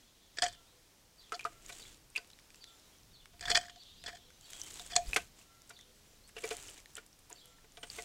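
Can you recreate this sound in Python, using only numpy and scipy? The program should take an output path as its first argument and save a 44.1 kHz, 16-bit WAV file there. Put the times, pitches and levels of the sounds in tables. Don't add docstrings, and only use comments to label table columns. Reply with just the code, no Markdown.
import sys
import numpy as np
from scipy import signal
from scipy.fft import rfft, irfft
from scipy.io import wavfile
from scipy.ndimage import uniform_filter1d

SR = 44100
rng = np.random.default_rng(int(sys.argv[2]) if len(sys.argv) > 2 else 0)


def materialize(psi):
    bounded = np.clip(np.atleast_2d(psi).T, -1, 1)
    quanta = np.round(bounded * 32767).astype(np.int16)
    wavfile.write(sys.argv[1], SR, quanta)


def invert_db(x):
    u = np.asarray(x, float) / 20
    return 10 ** u


N = 354563


def evened(x):
    return x / np.sqrt(np.mean(x ** 2) + 1e-20)


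def peaked(x):
    return x / (abs(x).max() + 1e-20)


def add(mix, s, sound):
    part = mix[round(s * SR):][:len(sound)]
    part += sound[:len(part)]


def curve(tables, col):
    t, out = np.arange(N) / SR, np.zeros(N)
    for rows in tables:
        rows = np.array(rows)
        inside = (t >= rows[0, 0]) * (t < rows[-1, 0])
        out += invert_db(np.interp(t, rows[:, 0], rows[:, col])) * inside
    return uniform_filter1d(out, size=300)


def resonate(x, hz, width):
    r = np.exp(-np.pi * width / SR)
    return 2 * signal.lfilter([1 - r], [1, -r * np.exp(2j * np.pi * hz / SR)], x).real


def colour(x, points):
    hz, db = np.transpose(points)
    f = np.fft.rfftfreq(len(x), 1 / SR) + 1
    gain = invert_db(np.interp(np.log(f), np.log(hz), db))
    return evened(irfft(rfft(x) * gain, len(x)))


def high(x, hz):
    return signal.sosfilt(signal.butter(2, hz, "high", fs=SR, output="sos"), x)


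def bursts(count):
    return np.arange(6000) / SR, rng.standard_normal((count, 6000))


def swells(rows):
    noise = rng.standard_normal((len(rows), 2600))
    u = np.arange(2600) / SR / np.array(rows)[:, 1:2]
    return noise * np.sin(np.pi * np.minimum(u, 1) ** 0.62) ** 2.5


def dying(t, t60, rise):
    return (1 - np.exp(-t / rise)) * invert_db(-60 * t / max(t60, .002))


def held(t, t60, hold):
    return dying(t, t60, 0.0016) / (1 + (t / hold) ** 6)


def mode(t, hz, t60, rise):
    return peaked(np.sin(2 * np.pi * hz * t) * dying(t, t60, rise))


def wander(hz):
    return evened(resonate(rng.standard_normal(N), hz, 1.19 * hz))


def echoes(x, t60):
    t = np.arange(round(.4 * SR)) / SR
    sparse = rng.choice([-1., 1.], len(t)) * (rng.random(len(t)) < .05)
    taps = sparse * invert_db(-60 * t / t60) * (t > .004)
    return signal.oaconvolve(x, taps / np.linalg.norm(taps))[:N]


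# (pitch [Hz], width [Hz], level [dB])
DISH = [(1755, 77, -6), (2460, 36, -12.5), (3060, 17, -12.5), (3264, 134, -5), (3440, 39, -6),
        (4030, 13, -31.5), (4290, 42, -14.5), (5080, 140, -16), (4580, 270, -6), (5780, 930, -0.5),
        (6150, 37, -17), (6870, 54, -11), (7800, 250, -7.5), (8100, 120, -6.5)]
DISH_OCTAVES = np.log2(np.array(DISH)[:, 0] / 1800)


def dish(x, spot_db):
    shifts = 1 + 0.015 * rng.standard_normal(len(DISH))
    modes = 0
    for k, (hz, width, db) in enumerate(DISH):
        ringing = resonate(x, hz * shifts[k], 2.58 * width) / np.sqrt(width / 60)
        modes = modes + (-1) ** k * invert_db(db + spot_db[k]) * ringing
    return evened(modes) + 0.5 * evened(resonate(high(x, 490), 3100, 3500))


# (time [s], peak [dB], lowest dish ring [dB], rim squeak [dB re peak])
CLAWS = [(0.3735, -34, -60, -22), (0.385, -18.5, -53, -17), (0.4209, -12, -29, -28),
         (0.4314, -20, -29.5, -16), (0.4445, -24, -51, -8), (0.463, -21, -59, -7), (0.4802, -40, -69, 8),
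         (1.3374, -37, -42, -30), (3.4092, -26.5, -56.5, -32), (3.4264, -32, -48.5, -8),
         (3.4545, -22.5, -45, -25), (3.4805, -25, -41.5, -28), (3.5006, -18.5, -32.5, -18),
         (3.5154, -18.5, -37, -7), (3.5224, -24, -36.5, -7), (3.5482, -23, -56, -32),
         (3.5535, -8.5, -37, -43), (3.5644, -17, -33, -3), (3.6117, -33.5, -51, -22),
         (3.6541, -38, -53, -18), (3.696, -34.5, -58.5, -22), (3.7589, -43, -54.5, -28),
         (4.0614, -31.5, -64, -21), (4.0774, -33, -66, -8), (4.0894, -42, -56, -15),
         (4.1305, -45, -48, -19), (4.9197, -35, -49, -15), (4.9344, -41, -45.5, -25)]
CLAWS_AND_BEAK = CLAWS + [(4.955, -20.5, -36, -12), (4.963, -20, -31, 6.5), (4.979, -28.5, -34, -13)]


def claws():
    out, (t, noise) = np.zeros(N), bursts(count=len(CLAWS_AND_BEAK))
    spots_db = 4.0 * rng.standard_normal((len(noise), len(DISH)))
    for (s, db, _, squeak_db), n, spot_db in zip(CLAWS_AND_BEAK, noise, spots_db):
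        scratch = n * dying(t, 0.026, 0.00012)
        squeak = 1.3 * resonate(scratch, 8050, 600)
        squeak += .6 * resonate(scratch, 6600, 900) + .7 * resonate(scratch, 4300, 500)
        dull_db = 0.14 * (db + 17.0) * DISH_OCTAVES
        body = peaked(dish(scratch, spot_db + dull_db))
        add(out, s, invert_db(db - 4.0) * (body + invert_db(squeak_db) * peaked(squeak)))
    return out


# (time [s], level [dB])
DRAGS = [
    [(.37, -48), (.42, -65), (.43, -42), (.48, -49), (.56, -63)],
    [(3.39, -62), (3.45, -49), (3.505, -32.5), (3.54, -47), (3.57, -34), (3.6, -52), (3.71, -60)],
    [(4.045, -59), (4.07, -61), (4.11, -59), (4.18, -54.5)],
    [(4.89, -71), (4.94, -43), (4.95, -53), (4.97, -43), (5.0, -70)],
]


def drags():
    roughness = evened(uniform_filter1d(rng.standard_normal(N), size=250))
    slips = rng.standard_normal(N) * invert_db(6 * roughness)
    tilt_db = -1 * DISH_OCTAVES
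    return curve(DRAGS, col=1) * evened(dish(slips, tilt_db))


# (start [s], length [s], peak [dB], favoured pitch
# [Hz])
SKIDS = [(0.365, 0.024, -48, 4500), (0.435, 0.014, -21.5, 6640), (0.447, 0.025, -33, 1800),
         (0.526, 0.0054, -43.5, 7200), (3.432, 0.018, -38.5, 1800), (3.472, 0.03, -30.5, 1830),
         (3.5, 0.012, -19, 4550), (3.512, 0.011, -18.5, 3380), (3.545, 0.02, -18.5, 3830),
         (3.576, 0.012, -39, 4600), (3.636, 0.0096, -43, 1800), (3.682, 0.0058, -40, 1490),
         (4.898, 0.026, -42.5, 2400), (4.916, 0.014, -43, 4500), (4.928, 0.016, -35.5, 3400),
         (4.962, 0.0075, -21.5, 4250), (4.963, 0.003, -11, 8100), (4.97, 0.0083, -32, 8100),
         (1.338, 0.027, -35, 4600), (4.059, 0.019, -32, 4220), (4.069, 0.053, -35.5, 1820)]


def skids():
    out, reach = np.zeros(N), 0.36
    for (s, _, db, hz), puff in zip(SKIDS, swells(SKIDS)):
        spot_db = [-7.0 * min(abs(np.log2(row[0] / hz)) / reach, 2) for row in DISH]
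        add(out, s, invert_db(db) * peaked(dish(puff, spot_db)))
    return out


# (time [s], board ring [dB], dull thud [dB], dish ring [dB])
KNOCKS = [(0.425, -47, -24.5, -60), (1.322, -43.5, -34.5, -50), (1.452, -43.5, -35.5, -41.5),
          (1.696, -68, -38, -54), (2.178, -55.5, -36, -54.5), (3.334, -79, -57, -62.5),
          (3.408, -74, -49, -69), (3.503, -39.5, -29, -55), (4.038, -75, -46, -52.5),
          (4.079, -57, -35.5, -67), (4.53, -68, -55, -65), (4.796, -55, -61, -54), (4.959, -45.5, -50, -55),
          (5.134, -53, -46, -52), (5.161, -38.5, -17, -39.5), (5.705, -61, -42.5, -62.5),
          (6.365, -42, -37.5, -55), (6.432, -44, -44, -67), (6.44, -30.5, -32, -48.5),
          (6.51, -32.5, -30, -42.5), (6.976, -50.5, -46, -67), (7.31, -59, -48, -59),
          (7.641, -60, -54, -79), (7.773, -53, -44, -56), (7.831, -51, -36, -57),
          (7.984, -41.5, -32.5, -47.5)]
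# (pitch [Hz], level [dB re thud])
BOARD_UPPER = [(1150, -23.5), (1500, -13), (1950, -13.5), (2350, -13)]


def knocks():
    out, (t, noise) = np.zeros(N), bursts(count=len(KNOCKS))
    board_hz, board_t60 = 445, 3.43 * 0.037
    for (s, db, thud_db, _), n in zip(KNOCKS, noise):
        shove = n * held(t, 0.054, 0.098)
        thud = peaked(resonate(high(shove, 340), 670, 3100))
        for hz, part_db in BOARD_UPPER:
            thud += invert_db(part_db) * peaked(resonate(shove, hz, 57))
        board = np.sin(2 * np.pi * board_hz * t) * held(t, board_t60, 0.03)
        add(out, s, invert_db(db) * board + invert_db(thud_db) * peaked(thud))
    return out


# (start [s], length [s], gain [dB])
RING_MUTES = [(0.48, 0.1, -18), (3.532, 0.034, -0.5), (1.362, 0.078, -19), (1.482, 0.052, -24),
              (7.858, 0.066, -6), (3.5, 0.016, -18), (4.15, 0.037, -34), (3.775, .07, -12),
              (3.6, 0.018, -10), (1.8, 0.049, -10), (5.188, .06, -4), (5.2, .03, -10), (6.56, .05, -6)]


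def ring():
    energy, t = np.zeros(N), np.arange(8000) / SR
    ring_hz, ring_t60 = 705, .135
    blows = [(row[0], row[2]) for row in CLAWS_AND_BEAK] + [(row[0], row[3]) for row in KNOCKS]
    shape = peaked(dying(t, ring_t60, 0.011) / (1 + (t / 0.19) ** 6))
    for s, db in blows:
        add(energy, s, (invert_db(db - 1.0) * shape) ** 2)
    for s, length, db in RING_MUTES:
        press = signal.windows.tukey(round(length * SR), .7)
        energy[round(s * SR):][:len(press)] *= invert_db(2 * db * press)
    swing = np.sqrt(abs(uniform_filter1d(energy, size=200)))
    hz = ring_hz * (1 + 0.011 * wander(10.5))
    return swing * np.sin(2 * np.pi * np.cumsum(hz) / SR) * invert_db(1.5 * wander(22.53))


# (time [s], peak [dB], cavity pitch [Hz], spatter [dB re peak])
SLAPS = [(1.321, -24, 1290, 2.5), (1.33, -29.5, 1350, -18), (1.3936, -25, 2450, 4.5),
         (1.409, -40, 3210, 20), (1.43, -36, 2460, -11), (1.4513, -18.5, 1238, -21),
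         (1.694, -33.5, 2320, 9), (2.1533, -25, 2470, -15), (2.16, -12, 2590, -13), (4.796, -24, 3550, 8),
         (5.069, -32, 4670, -4), (5.137, -28, 2540, -6), (5.1614, -16, 2200, -7), (5.162, -24, 1173, -20),
         (5.195, -32, 2660, -8), (5.703, -41, 1455, -4), (6.366, -28.5, 2800, -11),
         (6.4386, -27, 2350, 10.5), (6.513, -36, 2370, -10), (6.9671, -29.5, 3160, 2),
         (6.98, -34, 1440, -15), (7.3034, -46, 960, -2), (7.771, -40, 3360, 16.5), (7.776, -55, 1240, -14),
         (7.837, -58, 1450, -20), (7.991, -61, 1150, -20), (7.8298, -27, 3020, -7),
         (7.9864, -28.5, 2106, -17)]


def slaps():
    out, (t, noise) = np.zeros(N), bursts(count=len(SLAPS))
    for (s, db, hz, spatter_db), n in zip(SLAPS, noise):
        t60 = 0.059 * (2200 / hz) ** 0.3
        struck = 2500 / hz * mode(t, hz, 0.7 * t60, 0.00015)
        gurgle = resonate(n * dying(t, t60, 0.0008), hz, 0.16 * hz)
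        gurgle = .9 * peaked(resonate(gurgle, hz, 0.35 * hz))
        spatter = n * (dying(t, 0.004, .0001) + 0.22 * held(t, 1.5 * t60, 0.006))
        spatter = resonate(peaked(high(spatter, 820)), 3300, 7200)
        click = 0.91 * peaked(n * dying(t, 0.0011, .00005))
        add(out, s, invert_db(db - 13.5) * (struck + gurgle + invert_db(spatter_db) * spatter + click))
    return out


# (time [s],
# peak [dB], pitch [Hz])
DROPS = [(1.6624, -35.5, 6860), (1.726, -39, 3900), (1.786, -48, 4700), (1.827, -41.5, 3800),
         (2.179, -26.5, 4750), (2.333, -45, 3920), (4.616, -25.5, 6000), (4.796, -36, 7140),
         (4.864, -35, 8400), (4.9626, -13, 6460), (5.1324, -20, 2470), (5.414, -51.5, 2670),
         (2.985, -53, 6000), (3.033, -53, 5500), (3.667, -43, 6800), (5.676, -47, 8200),
         (6.2766, -45, 8100), (6.673, -39, 6460), (6.679, -44, 5350), (6.688, -40.5, 2930),
         (6.712, -44, 7200), (6.747, -56, 3530), (1.853, -49, 2200), (5.791, -50, 1940), (7.585, -57, 1720),
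         (6.791, -49, 2240), (6.954, -30.5, 7840), (7.129, -48.5, 5600), (7.3277, -31, 6870),
         (7.721, -47.5, 6960), (7.9009, -30.5, 4580), (7.9249, -47, 6360), (7.975, -50, 2000)]
# (time [s], peak [dB], pitch [Hz])
FLUNG = [(1.295, -58, 2530), (1.443, -47, 4500), (2.102, -55, 8600), (2.277, -63, 9500), (2.246, -57, 2840),
         (2.302, -61, 3380), (2.389, -55, 2200), (2.5042, -54.5, 2420), (2.558, -54, 6950),
         (2.6415, -46, 3430), (3.257, -51, 2100), (3.257, -64, 1310), (3.395, -52.5, 2580),
         (3.835, -55.5, 5900), (4.0393, -45, 2500), (4.152, -51, 5500), (4.4106, -52, 7500),
         (4.508, -53, 8000), (4.5329, -40, 3160), (4.7205, -50, 10500), (4.741, -44, 7660),
         (5.811, -54, 5500), (6.49, -39.5, 7500), (6.568, -39, 7240), (6.6016, -48, 6170),
         (6.626, -46, 7860), (6.7, -47, 8900), (1.229, -61, 2000), (1.352, -50, 6500), (1.945, -57, 4460),
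         (1.972, -61, 8000), (2.545, -53, 2600), (2.798, -58, 5500), (4.133, -68, 6460), (4.304, -56, 1480),
         (5.619, -56, 7240), (5.79, -56, 6450), (6.06, -67, 2800), (6.802, -54, 5670), (6.858, -51, 1800),
         (7.4569, -45, 11500), (7.953, -57, 7790), (8.022, -41.5, 7600)]


def drops():
    out, (t, noise) = np.zeros(N), bursts(count=len(DROPS + FLUNG))
    ticks_db = [-7.5] * len(DROPS) + [13] * len(FLUNG)
    for (s, db, hz), tick_db, n in zip(DROPS + FLUNG, ticks_db, noise):
        bubble = np.sin(2 * np.pi * hz * t * (1 + 4.3 * t)) * dying(t, 45 / hz, 0.000067)
        tick = resonate(high(n * dying(t, .005, .00015), .7 * hz), hz, 4500)
        add(out, s, invert_db(db - 1.5) * (peaked(bubble) + invert_db(tick_db) * peaked(tick)))
    return out


# (start [s], length [s], peak [dB], pitch [Hz])
FLICKS = [(2.162, 0.011, -35, 7640), (2.173, 0.006, -31, 2630), (2.272, 0.0053, -52, 9000),
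          (2.3, 0.0089, -47, 4200), (2.313, 0.005, -47, 3900), (2.394, 0.01, -51, 4300),
          (4.501, 0.016, -42, 11000), (4.661, 0.01, -42, 7600), (4.702, 0.0082, -43, 7100),
          (4.632, .014, -40, 8440), (4.777, 0.0042, -55, 7500), (5.076, 0.027, -46, 9000),
          (5.125, 0.011, -45, 7950), (5.139, 0.019, -30.5, 7000), (5.164, 0.012, -27.5, 7600),
          (5.186, 0.011, -44, 7000), (5.216, .012, -48, 7500), (6.281, 0.0096, -50, 8550),
          (6.286, 0.016, -47.5, 7900), (6.287, 0.021, -52, 1820), (6.378, 0.02, -39, 2230),
          (6.386, 0.013, -45, 8000), (6.419, .008, -43, 8000), (6.429, 0.0042, -47, 3000),
          (6.448, 0.02, -39, 9000), (6.504, 0.012, -33, 3200), (6.52, .025, -40, 7500),
          (6.575, .008, -50, 8500), (6.935, 0.0053, -51, 10000), (6.952, 0.0072, -45, 4020),
          (6.965, 0.012, -36.5, 8100), (6.951, 0.052, -49, 1800), (6.982, 0.007, -44, 2400),
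          (5.691, 0.017, -42.5, 7500), (7.062, 0.0073, -47, 8850), (7.188, .012, -51, 8900),
          (7.296, 0.014, -42.5, 9200), (7.476, 0.0075, -52, 7040)]


def flicks():
    out = np.zeros(N)
    for (s, _, db, hz), puff in zip(FLICKS, swells(FLICKS)):
        add(out, s, invert_db(db) * peaked(resonate(high(puff, 0.06 * hz), hz, 0.4 * hz)))
    return out


# (start [s], length [s], spray [dB], slosh [dB re spray])
SPRAY = [(1.368, 0.16, -64, -0.5), (1.693, 0.22, -55.5, -8.5), (2.157, 0.011, -59, 1),
         (4.524, 0.17, -54, -13), (4.737, 0.18, -53.5, -13), (5.088, 0.12, -52.5, -8),
         (5.377, 0.04, -62, -9.5), (6.45, 0.1, -50.5, -5), (6.62, 0.15, -55, -6), (6.89, 0.015, -62.5, -20),
         (6.974, 0.019, -63.5, 2.5), (7.318, 0.0072, -63.5, 3.5), (7.935, 0.68, -52, -10.5)]


def shakes():
    rise_s, fall_s, sag_db, edge_db = 0.12, 0.07, -3.5, -18.5
    tables = []
    for s, length, db, slosh_db in SPRAY:
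        points = [(-min(rise_s, length), edge_db), (0, 0), (length, sag_db), (length + fall_s, edge_db)]
        tables.append([(s + at, db + off_db, db + off_db + slosh_db) for at, off_db in points])
    return tables


# (frequency [Hz], level [dB per Hz])
SPRAY_COLOUR = [(1500, 0), (2500, 3), (3500, 6.5), (5000, 2.5), (7600, 9.5), (9500, 0.5), (12500, -8),
                (16000, -10)]
# (frequency [Hz], level [dB per Hz])
SLOSH_COLOUR = [(150, -62), (300, -1), (1000, -13), (3000, -6.5), (5000, -31.5)]


def spray():
    grains_per_s, landing_s = 2500, .0004
    sizes = invert_db(4.2 * np.minimum(rng.exponential(1, (2, N)), 3.8))
    sizes = sizes * (rng.random((2, N)) < grains_per_s / SR)
    landing = signal.filtfilt([1], [1, -np.exp(-1 / (landing_s * SR))], sizes, axis=1)
    landing = landing / (landing_s * SR)
    ticks = (landing + 0.55) * rng.standard_normal((2, N))
    beats = invert_db(1.9 * wander(20))
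    drizzle = curve(shakes(), col=1) * colour(ticks[0], SPRAY_COLOUR)
    slosh = curve(shakes(), col=2) * colour(ticks[1], SLOSH_COLOUR)
    return beats * (drizzle + slosh)


def glide(mix, s, hz, gain):
    add(mix, s, gain * np.sqrt(2) * np.sin(2 * np.pi * np.cumsum(hz) / SR))


# (time after start [s], pitch [Hz], level [dB])
CHIRP = [(0, 4500, -9), (.007, 4620, 2), (.022, 4560, 1), (.036, 3507, 3), (.047, 4140, -1),
         (.053, 3900, -18), (.062, 3250, -1), (.072, 3620, 0), (0.105, 2800, -10)]
# (time [s], level [dB])
SPARROW = [(.46, -62), (1.177, -65.5), (1.792, -61.5), (2.603, -63), (3.127, -65), (3.79, -63), (4.43, -64),
           (5.732, -63), (7.353, -63)]


def sparrow(out, quiver):
    at, hz, db = np.transpose(CHIRP)
    t = np.arange(0, at[-1], 1 / SR)
    for s, level_db in SPARROW:
        pitch = np.interp(t, at, hz) * rng.uniform(0.96, 1.01) + 80 * quiver[round(s * SR):][:len(t)]
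        gain = invert_db(level_db + 3 + np.interp(t, at, db)) * signal.windows.tukey(len(t), .1)
        glide(out, s, pitch, gain)


# (start [s], end [s], start pitch [Hz], end
# pitch [Hz], level [dB])
WHISTLES = [(4.3, 4.388, 6450, 5900, -74), (0.665, 0.72, 3400, 4200, -68), (2.66, 2.78, 7900, 7000, -74),
            (2.48, 2.6, 8600, 7200, -76), (4.2, 4.26, 5440, 5530, -73), (4.535, 4.585, 3330, 3250, -55.5),
            (4.61, 4.665, 2900, 3230, -58.5), (4.1, 4.19, 3350, 3200, -66), (3.93, 3.99, 3400, 3200, -68),
            (4.41, 4.47, 3000, 3350, -65), (2.92, 2.95, 3400, 3200, -71), (3.11, 3.13, 3750, 3700, -70),
            (3.96, 4.04, 4340, 5280, -67), (5.012, 5.042, 2400, 2560, -59), (6.03, 6.14, 7450, 7100, -76),
            (5.91, 5.99, 8100, 7900, -77), (4.838, 4.85, 3300, 3400, -57), (6.23, 6.261, 4000, 4560, -65),
            (7.33, 7.41, 7450, 7350, -71), (7.46, 7.56, 7600, 7100, -75), (7.715, 8.057, 9200, 8000, -67)]


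def whistles(out, quiver):
    for s, end, start_hz, end_hz, level_db in WHISTLES:
        u = np.linspace(0, 1, round((end - s) * SR))
        pitch = start_hz + (end_hz - start_hz) * u ** 0.75 + 60 * quiver[-len(u):]
        glide(out, s, pitch, invert_db(level_db) * signal.windows.tukey(len(u), .4))


# (start [s], end [s], level [dB])
DOVE = [(.68, 0.836, -74), (1.02, 1.213, -82), (3.1, 3.302, -82), (4.2, 4.346, -74), (4.42, 4.57, -86),
        (5.8, 5.96, -74), (6.08, 6.303, -80), (7.4, 7.56, -75)]


def dove(out):
    for s, end, level_db in DOVE:
        u = np.linspace(-1, 1, round((end - s) * SR))
        glide(out, s, 500 * (1 - 0.052 * u ** 2), invert_db(level_db) * np.cos(np.pi * u / 2))


# (start [s], end [s], level [dB])
HONKS = [(0.534, 0.65, -91), (1.506, 1.623, -88), (2.604, 2.805, -90), (5.427, 5.64, -88.5),
         (7.422, 7.658, -92)]
HONK_PARTIALS_DB = [14, 14, 6]


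def farm_bird(out):
    for s, end, level_db in HONKS:
        u = np.linspace(-1, 1, round((end - s) * SR))
        for k, part_db in enumerate(HONK_PARTIALS_DB, 1):
            glide(out, s, k * 677 * (1 - 0.0023 * u), invert_db(level_db + part_db) * np.cos(np.pi * u / 2))


def far_birds():
    out, quiver = np.zeros(N), wander(88)
    sparrow(out, quiver)
    whistles(out, quiver)
    dove(out)
    farm_bird(out)
    out = out * invert_db(3 * wander(30))
    return .58 * out + .65 * echoes(out, t60=.3)


# (time [s], level [dB])
CHATTER = [(0, -72), (.3, -71.5), (.9, -81), (1.3, -108), (2.1, -105), (2.6, -71.5), (3.2, -77), (3.9, -61),
           (4.4, -71.5), (5.3, -74.5), (6.0, -77.5), (7.1, -94), (7.5, -71.5), (8.04, -90)]


def chatter():
    hz = np.fft.rfftfreq(512, 1 / SR)[:, None]
    a, b, patches = rng.standard_normal((N // 128 + 5, 257, 3)).T
    patches = uniform_filter1d(uniform_filter1d(patches, size=3, axis=0), size=14, axis=1)
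    band = np.exp(-((hz - 3600) / 900) ** 2) + 0.25 * np.exp(-((hz - 6300) / 1800) ** 2)
    cells = (a + 1j * b) * band * invert_db(3.2 * evened(patches))
    sound = signal.istft(cells, nperseg=512, noverlap=384)[1][:N]
    return invert_db(np.interp(np.arange(N) / SR, *np.transpose(CHATTER))) * evened(sound)


# (time [s], peak [dB], loss either side [dB/s])
WIND = [(.47, -62, 93), (1.8, -66, 28), (3.1, -65, 82), (3.52, -48.5, 124), (4.08, -62.5, 79),
        (4.75, -67, 25), (5.1, -54.5, 78), (6.55, -67, 14.5), (7.95, -65.5, 39)]


def wind():
    t, breeze_db = np.arange(N) / SR, -73
    rumble = colour(rng.standard_normal(N),
                    [(8, -21.5), (22, 4.0), (50, -4), (110, -7.0), (300, -18.5), (900, -34.5)])
    gusts = sum(invert_db(db - fade_db * abs(t - s)) for s, db, fade_db in WIND)
    after = t - 5.087
    puff = -invert_db(-34) * np.cos(2 * np.pi * 33 * after) * np.exp(-(after / 0.0098) ** 2)
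    return (invert_db(breeze_db) + gusts) * rumble + puff


# (frequency [Hz], level [dB per Hz])
AIR = [(59, -20), (100, -6.5), (400, -7), (558, -9.5), (1400, -13.5), (4020, -13.5), (5530, -11.5),
       (16000, -23.5)]


def air():
    return invert_db(-65.5 + 0.92 * wander(0.49)) * colour(rng.standard_normal(N), AIR)


def whine():
    return invert_db(-85.5) * np.sin(2 * np.pi * 13599 * np.arange(N) / SR)


def scene():
    blows = claws() + drags() + skids() + knocks() + ring() + slaps() + drops()
    bath = signal.lfilter(*signal.butter(3, 9800, fs=SR), blows) + spray()
    bath = bath + signal.lfilter(*signal.butter(2, 12000, fs=SR), flicks())
    background = chatter() + wind() + air() + whine()
    return (bath + invert_db(-19.5) * echoes(bath, t60=0.2) + far_birds() + background)[None]


def low_pass(x):
    return signal.sosfilt(signal.butter(12, 16430, fs=SR, output="sos"), x)


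def record(dry):
    edge = signal.firwin(301, 15900, window=("kaiser", 9), fs=SR)
    mix = signal.oaconvolve(dry, edge[None], "same")
    return low_pass(mix)


dry = scene()
out = record(dry)
materialize(out)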